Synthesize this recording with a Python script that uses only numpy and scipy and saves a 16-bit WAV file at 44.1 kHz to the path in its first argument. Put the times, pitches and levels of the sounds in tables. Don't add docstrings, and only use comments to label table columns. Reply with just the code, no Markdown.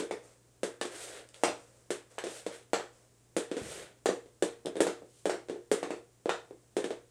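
import sys
import numpy as np
from scipy import signal
from scipy.fft import rfft, irfft, next_fast_len
from scipy.io import wavfile
from scipy.ndimage import uniform_filter1d

SR = 44100
rng = np.random.default_rng(int(sys.argv[2]) if len(sys.argv) > 2 else 0)


def to_wav(sig):
    pcm = np.clip(np.atleast_2d(sig), -1, 1) * 32767
    pcm = np.round(pcm).astype(np.int16)
    wavfile.write(sys.argv[1], SR, pcm.T)


N = 313110
BLOW = round(.32 * SR)

# f/Hz, level/dB
HISS_EQ = [(20, -17), (60, -14.5), (130, -11.5), (180, -15), (250, -14), (380, -11), (900, -24),
           (3000, -30), (4500, -30), (7800, -24), (9500, -26.5), (11500, -38), (16000, -44)]
# f/Hz, level/dB
HUM_TONES = [(59.6, -80), (119.5, -69.5), (15151, -87)]

# t/s, level/dB, softness (0-1), thump f/Hz
SLAPS = [(-0.006, -29, 0.25, 407), (0.6328, -29, 0.2, 425), (0.813, -36.5, 0.01, 387),
         (0.853, -38.5, 0.09, 410), (1.9053, -30.5, 0.12, 445), (2.2392, -35.5, 0.16, 428),
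         (2.2685, -37, 0.2, 446), (2.465, -33, .27, 457), (3.3662, -26.5, 0.18, 413),
         (3.515, -31.5, 0.4, 380), (3.568, -34, 0.31, 350), (4.0897, -25, 0.65, 423),
         (4.2591, -53.5, 0.42, 424), (4.4242, -23.5, 0.33, 430), (4.651, -43, 1, 394),
         (4.657, -35.5, 0.9, 389), (4.668, -33, 0.51, 410), (4.756, -36.5, 0.46, 422),
         (4.768, -33.5, .6, 420), (4.8051, -20, 0.27, 419), (5.0209, -47.5, .95, 408),
         (5.2562, -25.5, 0.36, 444), (5.3417, -36.5, .9, 422), (5.486, -41.5, 0.32, 393),
         (5.4975, -33.5, 0.5, 380), (5.559, -41, 0.9, 413), (5.7155, -22, 0.27, 415),
         (6.2581, -28.5, .72, 448), (6.509, -44.5, 0.86, 413), (6.7676, -26, 0.36, 418),
         (6.8428, -31, 0.34, 390), (6.9064, -32.5, 0.45, 467)]
# f/Hz, level/dB
SLAP_CLACK_EQ = [(150, -16), (500, 4.5), (750, -0.5), (1050, -3), (1600, 0.5), (2200, -4), (2850, -9),
                 (3500, -5.5), (4600, -15), (8000, -17), (15000, -47)]
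# f/Hz, level/dB
BLADE_TICK_EQ = [(800, -19), (2500, 0.5), (3400, 2), (4800, -2), (6500, -0.5), (8400, 3), (9500, -1.5),
                 (11000, -10.5), (13000, -23), (16000, -33)]
# f/Hz, level/dB, t60/s
BOARD_MODES = [(187.7, -7, 0.159), (283.8, -12.5, 0.34), (321, -2.5, 0.22), (356.8, -1, 0.29),
               (420, 2, 0.22), (450.5, -4.5, 0.2), (467.4, -1.5, 0.37), (486, -14, 0.52)]

# t/s, level/dB, thump f/Hz
PUCK_KNOCKS = [(0.1107, -31.5, 454), (0.813, -38, 640), (1.4358, -22.5, 543), (1.483, -34.5, 545),
               (2.1826, -39.5, 655), (2.7334, -25, 532), (2.798, -40.5, 540), (4.0585, -24.5, 494),
               (4.868, -28, 462), (5.2964, -28, 500), (5.8296, -31.5, 478), (5.906, -32.5, 445),
               (6.2933, -28.5, 627)]
# f/Hz, level/dB
KNOCK_CLACK_EQ = [(200, -18), (550, 4), (850, -6), (1250, 0.5), (1850, -1), (2500, -5.5), (3500, -6.5),
                  (5000, -13.5), (15000, -58.5)]
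# f/Hz, level/dB
KNOCK_TICK_EQ = [(1000, -3.5), (3000, -11), (4200, -5.5), (5200, -4.5), (7800, -1), (9300, -5.5),
                 (11000, -17), (16000, -30.5)]

# t/s, level/dB, snap's share of the energy (0-1)
EDGE_CATCHES = [(0.1111, -69, 0.1), (0.813, -37.5, 0.54), (1.289, -59.5, .95), (1.344, -54, 1),
                (2.1867, -43.5, 0.93), (3.5686, -71, 0.64), (4.4245, -40, 0.44), (4.659, -44, 1),
                (4.7678, -49, .6), (5.8294, -53, 0), (6.842, -46.5, 0.4)]
# f/Hz, level/dB, t60/s
BLADE_MODES = [(900, -9, .1), (1642, -2, 0.17), (1760, 7, 0.106), (2050, -15, 0.16), (2300, -15, 0.14),
               (2970, 0.5, 0.082), (3530, -4, .07), (3670, 4, 0.087), (4280, -1, .08)]

# start t/s, length/s, relative level/dB
PUCK_GLIDES = [(0.22, 0.099, -54.5), (1.33, 0.1, -50.5), (1.58, 0.28, -57), (2.095, 0.08, -54),
               (2.914, 0.14, -60), (5.043, 0.018, -64)]
# f/Hz, level/dB
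GLIDE_EQ = [(250, -23), (500, 5.5), (900, -8.5), (1500, -9), (3500, -16), (5800, -12.5), (8400, -8.5),
            (10500, -19), (14000, -38)]

# start t/s, length/s, top speed t/s, relative pressure level/dB, relative hiss level/dB
BLADE_SCRAPES = [(0.887, 0.3, 1.035, -49.5, -42), (2.254, 0.13, 2.38, -51, -43.5),
                 (2.498, .04, 2.57, -50, -47.5), (3.531, 0.3, 3.72, -48.5, -43),
                 (5.052, .2, 5.19, -93, -59.5)]
# f/Hz, level/dB
SCRAPE_HISS_EQ = [(3000, -9), (5000, -8.5), (7000, -5.5), (8400, -2), (9800, -8), (11400, -17.5),
                  (16000, -34.5)]
# f/Hz, level/dB
SCRAPE_GRIT_EQ = [(700, -18), (1050, -5), (1450, 1.5), (2100, -0.5), (2700, -3.5), (3600, -3.5),
                  (5000, -11.5), (8000, -33.5), (16000, -60)]
# f/Hz, level/dB
SCRAPE_RUMBLE_EQ = [(60, -12.5), (130, -10.5), (220, -11), (330, 8), (490, 12), (700, 5.5), (950, -3),
                    (1400, -22), (4000, -70)]

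# t/s, level/dB
BOARD_THUDS = [(1.436, -52), (3.617, -42.5), (4.062, -60)]


def from_db(db):
    return np.exp(np.asarray(db) * (np.log(10) / 20))


def eq_gains(eq, size):
    hz, db = np.transpose(eq)
    grid = np.maximum(np.arange(size // 2 + 1) * SR / size, 1)
    low_cut = np.minimum(grid / hz[0], 1) ** 2
    return low_cut * from_db(np.interp(np.log(grid), np.log(hz), db))


def noise(eq, grit_db=0):
    size = next_fast_len(N, real=True)
    grains = rng.standard_normal(size) * from_db(grit_db * np.clip(rng.standard_normal(size), -3, 3))
    coloured = irfft(rfft(grains) * eq_gains(eq, size), size)[:N]
    return coloured / coloured.std()


def room_tone(hiss_db=-67):
    t = np.arange(N) / SR
    hum = sum(np.sqrt(2) * from_db(db) * np.sin(2 * np.pi * (hz * t + rng.random()))
              for hz, db in HUM_TONES)
    return from_db(hiss_db) * noise(HISS_EQ) + hum


def add(track, s, sound):
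    at = int(round(s * SR))
    part = sound[max(-at, 0):N - at]
    track[max(at, 0):max(at, 0) + len(part)] += part


def unit_blow(x):
    return x / np.sqrt(np.sum(x ** 2) / (SR / 50) + 1e-20)


def click(eq, size=2048):
    cepstrum = irfft(np.log(eq_gains(eq, size) + 1e-4))
    cepstrum[1:size // 2] *= 2
    cepstrum[size // 2 + 1:] = 0
    return irfft(np.exp(rfft(cepstrum)))


def thump(hz, spread, size=4096):
    band = np.array([1 / (1 + spread), 1 + spread]) * hz
    return signal.sosfilt(signal.butter(2, band, "band", fs=SR, output="sos"), signal.unit_impulse(size))


def in_room(pulse, wet_db, t60, build_s, uneven_db=0, wall_hz=11500, grain_hz=180):
    t = np.arange(BLOW) / SR
    hz = np.arange(BLOW // 2 + 1) * SR / BLOW
    favour = np.interp(hz / grain_hz, np.arange(BLOW), np.clip(rng.standard_normal(BLOW), -2, 2))
    colour = from_db(uneven_db * favour) / np.sqrt(1 + (hz / wall_hz) ** 6)
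    wash = irfft(rfft(rng.standard_normal(BLOW)) * colour, BLOW)
    lumps = from_db(2.5 * np.exp(-t / 0.045) * np.clip(rng.standard_normal(BLOW), -3, 3))
    lumps /= np.sqrt(uniform_filter1d(lumps ** 2, size=200))
    echoes = wash * lumps * from_db(-60 * t / t60) * (1 - np.exp(-t / build_s))
    direct = unit_blow(np.pad(pulse, (0, BLOW - len(pulse))))
    wet = unit_blow(signal.fftconvolve(pulse, echoes)[:BLOW])
    return unit_blow(direct + from_db(wet_db) * wet)


def ring(modes, vary_db=3.0, build_s=0.002):
    t, tone = np.arange(BLOW) / SR, 0
    for hz, db, t60 in modes:
        decay = from_db(db + vary_db * rng.normal() - 60 * t / t60)
        tone += decay * np.sin(2 * np.pi * (hz * t + rng.random()))
    return unit_blow(tone * (1 - np.exp(-t / build_s)))


def blade_slaps(hardening=0.52, rebound_s=0.021, rebound_loss_db=21.5):
    out, clack = np.zeros(N), click(SLAP_CLACK_EQ)
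    for s, thump_db, softness, hz in SLAPS:
        clack_db = thump_db - 5 - 20 * softness
        tick_db = thump_db - 5 - 30.5 * softness
        db_per_octave = hardening * max(tick_db + 44.5, -6)
        pivot_hz = BLADE_TICK_EQ[0][0]
        tick = click([(f, db + db_per_octave * np.log2(f / pivot_hz)) for f, db in BLADE_TICK_EQ])
        swing = thump(hz, spread=0.37)
        low = in_room(swing, wet_db=-1.5, t60=0.23, build_s=0.0015) + from_db(-4.0) * ring(BOARD_MODES)
        mid = in_room(clack, wet_db=2.0, t60=0.34, build_s=0.00049, uneven_db=1.5)
        top = in_room(tick, wet_db=15.0, t60=0.24, build_s=0.00023, uneven_db=0.5)
        add(out, s, from_db(thump_db) * unit_blow(low) + from_db(clack_db) * mid + from_db(tick_db) * top)
        rebound = from_db(thump_db - rebound_loss_db) * unit_blow(swing)
        add(out, s + rebound_s * (.5 + rng.random()), rebound)
    return out


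def puck_knocks(typical_hz=486, typical_db=-29):
    out, clack, tick = np.zeros(N), click(KNOCK_CLACK_EQ), click(KNOCK_TICK_EQ)
    for s, thump_db, hz in PUCK_KNOCKS:
        octaves = np.log2(hz / typical_hz)
        clack_db = thump_db - 9 + 18 * octaves
        board_db = -3.0 - 14.4 * octaves
        tick_db = -43.5 + 1.81 * (thump_db - typical_db)
        low = in_room(thump(hz, spread=0.56), wet_db=-3.0, t60=0.3, build_s=0.0028)
        low = unit_blow(low + from_db(board_db) * ring(BOARD_MODES))
        mid = in_room(clack, wet_db=9.0, t60=0.29, build_s=0.00072, uneven_db=4.0)
        top = in_room(tick, wet_db=6.5, t60=0.28, build_s=0.0007, uneven_db=-3.5)
        add(out, s, -(from_db(thump_db) * low + from_db(clack_db) * mid + from_db(tick_db) * top))
    return out


def edge_catches(crunch_decay_s=0.00083):
    out, tick = np.zeros(N), click(BLADE_TICK_EQ)
    t = np.arange(SR // 50) / SR
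    for s, db, snap_share in EDGE_CATCHES:
        crunch = signal.fftconvolve(tick, rng.standard_normal(len(t)) * np.exp(-t / crunch_decay_s))
        snap = in_room(crunch, wet_db=-1.5, t60=0.15, build_s=0.0069)
        ringing = ring(BLADE_MODES, vary_db=4.5, build_s=0.00017)
        add(out, s, from_db(db) * (np.sqrt(snap_share) * snap + np.sqrt(1 - snap_share) * ringing))
    return out


def grip_flutter(rate_hz=87, depth_db=0.95):
    knots = rng.standard_normal(N // 50)
    return from_db(depth_db * np.interp(np.arange(N) / SR * rate_hz, np.arange(len(knots)), knots))


def stroke(t, length_s, attack_s, release_db_per_s):
    return np.clip(t / attack_s, 0, 1) * from_db(-release_db_per_s * np.maximum(t - length_s, 0))


def puck_glides(slowing_db_per_s=25):
    t, envelope = np.arange(N) / SR, np.zeros(N)
    for s, length_s, db in PUCK_GLIDES:
        contact = stroke(t - s, length_s, attack_s=0.019, release_db_per_s=128)
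        envelope += contact * from_db(db - slowing_db_per_s * np.maximum(t - s, 0))
    return from_db(-5.5) * envelope * noise(GLIDE_EQ, grit_db=5.0)


def blade_scrapes(swing_db_per_s=58.5):
    t, pressure, speed = np.arange(N) / SR, np.zeros(N), np.zeros(N)
    for s, length_s, fastest_s, pressure_db, hiss_db in BLADE_SCRAPES:
        contact = stroke(t - s, length_s, attack_s=0.049, release_db_per_s=158)
        pressure += contact * from_db(pressure_db)
        speed += contact * from_db(hiss_db - swing_db_per_s * np.abs(t - fastest_s))
    hiss = from_db(-4.5) * noise(SCRAPE_HISS_EQ, grit_db=1.5)
    grit = from_db(-4.0) * noise(SCRAPE_GRIT_EQ, grit_db=5.0)
    rumble = from_db(-1.5) * noise(SCRAPE_RUMBLE_EQ)
    return speed * hiss + pressure * (grit + rumble)


def board_thuds():
    out, swing = np.zeros(N), thump(hz=123, spread=0.92)
    for s, db in BOARD_THUDS:
        add(out, s, from_db(db) * in_room(swing, wet_db=0.0, t60=0.81, build_s=0.0075))
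    return out


def scene():
    blows = blade_slaps() + puck_knocks() + edge_catches() + board_thuds()
    friction = grip_flutter() * (blade_scrapes() + puck_glides())
    return (blows + friction + room_tone())[None]


def record(dry):
    return signal.sosfilt(signal.ellip(10, .1, 80, 16100, fs=SR, output="sos"), dry)


dry = scene()
out = record(dry)
to_wav(out)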